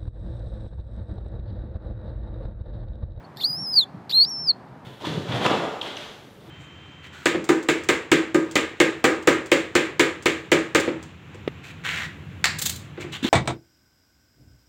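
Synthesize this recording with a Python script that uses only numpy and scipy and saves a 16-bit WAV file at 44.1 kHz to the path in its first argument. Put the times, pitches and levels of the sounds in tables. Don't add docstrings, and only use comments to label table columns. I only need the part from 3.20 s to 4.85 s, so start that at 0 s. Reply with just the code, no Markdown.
import sys
import numpy as np
from scipy import signal
from scipy.fft import rfft, irfft
from scipy.io import wavfile
from scipy.ndimage import map_coordinates

SR = 44100
rng = np.random.default_rng(int(sys.argv[2]) if len(sys.argv) > 2 else 0)


def put_to_file(sound):
    columns = np.atleast_2d(sound).T
    safe = np.clip(columns, -1, 1)
    whole_steps = np.round(safe * 32767)
    wavfile.write(sys.argv[1], SR, whole_steps.astype(np.int16))


N = 72765
TIME = np.arange(N) / SR


def undb(db):
    return 10 ** (np.asarray(db) / 20)


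def curve(rows, column=1):
    rows = np.array(rows)
    return np.interp(TIME, rows[:, 0], rows[:, column])


def bump(at, half):
    return np.exp(-((TIME - at) / half) ** 2)


def gain_at(hz, spectrum):
    points = np.array(spectrum)
    return undb(np.interp(np.log(hz + 1), np.log(points[:, 0]), points[:, 1]))


def noise(spectrum):
    gain = gain_at(np.fft.rfftfreq(N, 1 / SR), spectrum)
    coloured = irfft(rfft(rng.standard_normal(N)) * gain, N)
    return coloured / np.std(coloured)


def wander(per_s):
    path = map_coordinates(rng.standard_normal(N), [TIME * per_s], mode="mirror")
    return path / np.std(path)


# (frequency [Hz], relative level [dB])
TOWN_SPECTRUM = [(15, -60), (25, -46.5), (81, -10), (146, -2.5), (196, -5.5), (250, -6), (335, -11),
                 (363, -9.5), (488, -14), (790, -9.5), (1810, -22.5), (2700, -33), (3930, -37), (4380, -40),
                 (5010, -41), (6200, -46.5), (15000, -59.5)]
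AIR_SPECTRUM = [(2000, -18), (6000, -2), (8500, -1), (10000, -5.5), (15000, -5.5)]


def town_and_air():
    return undb(-45) * noise(TOWN_SPECTRUM) + undb(-80) * noise(AIR_SPECTRUM)


# (time [s], half length [s], pitch [Hz], level [dB])
FAR_CHIRP = [(0.051, 0.01, 4410, -52)]


def far_chirp():
    return sum(undb(db) * bump(at, half) * wander(per_s=519) * np.sin(2 * np.pi * hz * TIME)
               for at, half, hz, db in FAR_CHIRP)


# (time [s], half length [s], level [dB])
GUSTS = [(0.166, 0.021, -44.5), (.312, 0.01, -36.5), (0.415, 0.04, -37.5), (0.708, .012, -42),
         (0.769, .025, -35.5), (1.23, 0.067, -46), (1.518, 0.014, -38.5)]
# (frequency [Hz], relative level [dB])
GUST_SPECTRUM = [(30, -26.5), (70, -22.5), (110, -4.5), (160, 2), (250, -8), (400, -21.5), (1200, -39.5),
                 (8000, -86)]


def wind_on_microphone():
    swells = sum(undb(db) * bump(at, half) for at, half, db in GUSTS)
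    return swells * noise(GUST_SPECTRUM)


# (frequency [Hz], relative level [dB])
VOICE_SPECTRUM = [(900, -32), (2000, -28), (3000, -22), (3450, -16), (3750, -12), (4050, -6), (4300, 0),
                  (4480, -1), (4720, -6), (4900, -14), (5050, -19), (5550, -20), (6200, -29), (7000, -26),
                  (7800, -32), (8800, -25), (9800, -32), (10700, -36), (11400, -28), (12400, -19),
                  (13600, -23), (15000, -29), (16500, -42)]
# (time [s], decay [s], level [dB])
THROAT_TICKS = [(.164, 0.00072, -42), (0.1708, 0.001, -29), (1.0515, 0.00057, -34.5)]


def throat_ticks():
    snaps = sum(undb(db) * (TIME >= at) * np.exp(-np.abs(TIME - at) / decay)
                for at, decay, db in THROAT_TICKS)
    return snaps * noise(VOICE_SPECTRUM)


def voice_tone(hz, roughness, overtones_db):
    jitter, shimmer, rasp_per_s = .028, .25, 1600
    shaken_hz = hz * (1 + jitter * roughness * wander(rasp_per_s))
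    phase = 2 * np.pi * np.cumsum(shaken_hz) / SR
    clarity = np.clip(1 - roughness / .35, 0, 1)
    tone = 0
    for k in range(1, 15):
        source_db = -6 * np.log2(k) + overtones_db * (k > 1)
        rolloff_db = -13 * max(k - 3, 0) * clarity
        gain = undb(source_db + rolloff_db) * gain_at(k * hz, VOICE_SPECTRUM) * (k * hz < SR / 2)
        tone = tone + np.sqrt(2) * gain * np.sin(k * phase)
    return tone * (1 + shimmer * roughness * wander(rasp_per_s))


def voice_hiss(roughness):
    tilted = [(hz, db + 3 * np.log2(hz / 4300)) for hz, db in VOICE_SPECTRUM]
    return undb(-14.5) * roughness ** 1.3 * noise(tilted)


# (time [s], half length [s], pitch drop [Hz], level drop [dB])
VOICE_BREAKS = [(.327, 0.0018, -200, 3.5), (0.33, 0.003, 29, 1), (.543, 0.0018, 261.5, -1),
                (0.546, 0.0049, -120, 2), (1.009, 0.00098, -140, 0.5), (1.029, 0.0033, 93.5, 0.5),
                (1.0498, .0011, 1094.5, 10)]


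def call(pitch, effort):
    waver, tremble, wobble_per_s = .0045, .021, 230
    attack_s, release_s, voice_db = .001, .0084, -14.5
    roughness = np.clip(curve(effort, column=2), 0, 1)
    drop_hz = sum(hz * bump(at, half) for at, half, hz, _ in VOICE_BREAKS)
    drop_db = sum(db * bump(at, half) for at, half, _, db in VOICE_BREAKS)
    wobble = waver * wander(wobble_per_s) + tremble * roughness * wander(wobble_per_s)
    hz = (curve(pitch) - drop_hz) * (1 + wobble)
    tone = voice_tone(hz, roughness, overtones_db=curve(effort, column=3))
    start, end = effort[0][0], effort[-1][0]
    attack = np.clip((TIME - start) / attack_s, 0, 1)
    release = np.clip(1 - (TIME - end) / release_s, 0, 1)
    level = undb(voice_db + curve(effort) - drop_db)
    return attack * release * level * (tone + voice_hiss(roughness))


# (time [s], pitch [Hz])
RASPS = [
    [(.17, 1750), (.195, 1870), (.204, 2173), (.212, 3700), (.231, 3370)],
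    [(.894, 950), (.903, 1353), (.911, 1935), (.917, 2820), (.922, 3450)],
]
FIRST_WHISTLE = [(0.238, 3960), (0.25, 4456), (0.268, 4867), (0.296, 4943), (0.308, 4872), (0.324, 5010),
                 (0.33, 4856), (0.408, 5520), (0.446, 5390), (0.474, 5032), (0.514, 5135), (0.538, 4909)]
FIRST_FALL = [(0.552, 4947), (0.602, 4050), (0.622, 3606), (0.632, 3493), (0.642, 3450)]
SECOND_WHISTLE = [(0.93, 3740), (0.946, 4107), (0.982, 4263), (0.996, 4224), (1.028, 4472), (1.036, 4697),
                  (1.052, 4810), (1.058, 5090), (1.07, 5340), (1.088, 5490), (1.098, 5730), (1.112, 5470),
                  (1.176, 5302), (1.202, 5444), (1.252, 5310), (1.318, 4122)]
# (time [s], relative level [dB], roughness [0-1], overtone boost [dB])
EFFORTS = [
    [(.17, -10.5, 0.4, -1), (.197, -12, 0.5, -5.5), (.213, -3, 0.62, -12), (.238, -2, 0.43, 2.5),
     (.247, -2, 0.2, -0.5), (.268, 0, 0, -3), (.31, 1.5, 0.06, 0), (.36, 1.5, 0.02, -2.5),
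     (.52, 4, 0.01, -6), (.56, 4, 0, -5), (.588, 4, .04, -6), (.637, 3, 0, -6)],
    [(.894, -11.5, 0.7, 8), (.912, -4, 0.5, 3), (.927, 1.5, 0.31, -6), (.945, 1, 0, 0.5), (1.0, 3, 0, -13),
     (1.04, 2, 0, -3), (1.055, -0.5, 0.02, -15.5), (1.09, 4, 0, -9.5), (1.25, 2, 0, -14.5),
     (1.285, 3.5, 0.04, -10), (1.311, -1, 0, -19)],
]


def bird_overhead():
    first = call([*RASPS[0], *FIRST_WHISTLE, *FIRST_FALL], EFFORTS[0])
    second = call([*RASPS[1], *SECOND_WHISTLE], EFFORTS[1])
    throat_notch = signal.iirnotch(6170, Q=12.4, fs=SR)
    return signal.lfilter(*throat_notch, first + second + throat_ticks())


def scatter(sound, t60_s):
    tail = rng.standard_normal(N) * np.exp(-np.log(1000) * TIME / t60_s)
    return signal.fftconvolve(sound, tail / np.linalg.norm(tail))[:N]


def building_echoes(sound):
    near_roof = undb(-24.5) * scatter(sound, t60_s=.12)
    far_walls = undb(-47.5) * scatter(sound, t60_s=.8)
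    return near_roof + far_walls


def scene():
    bird = bird_overhead()
    echoes = building_echoes(bird)
    return (bird + echoes + far_chirp() + town_and_air() + wind_on_microphone())[None]


def record(dry):
    top_hz = 15350
    return signal.sosfilt(signal.ellip(10, .2, 80, top_hz, fs=SR, output="sos"), dry)


dry = scene()
out = record(dry)
put_to_file(out)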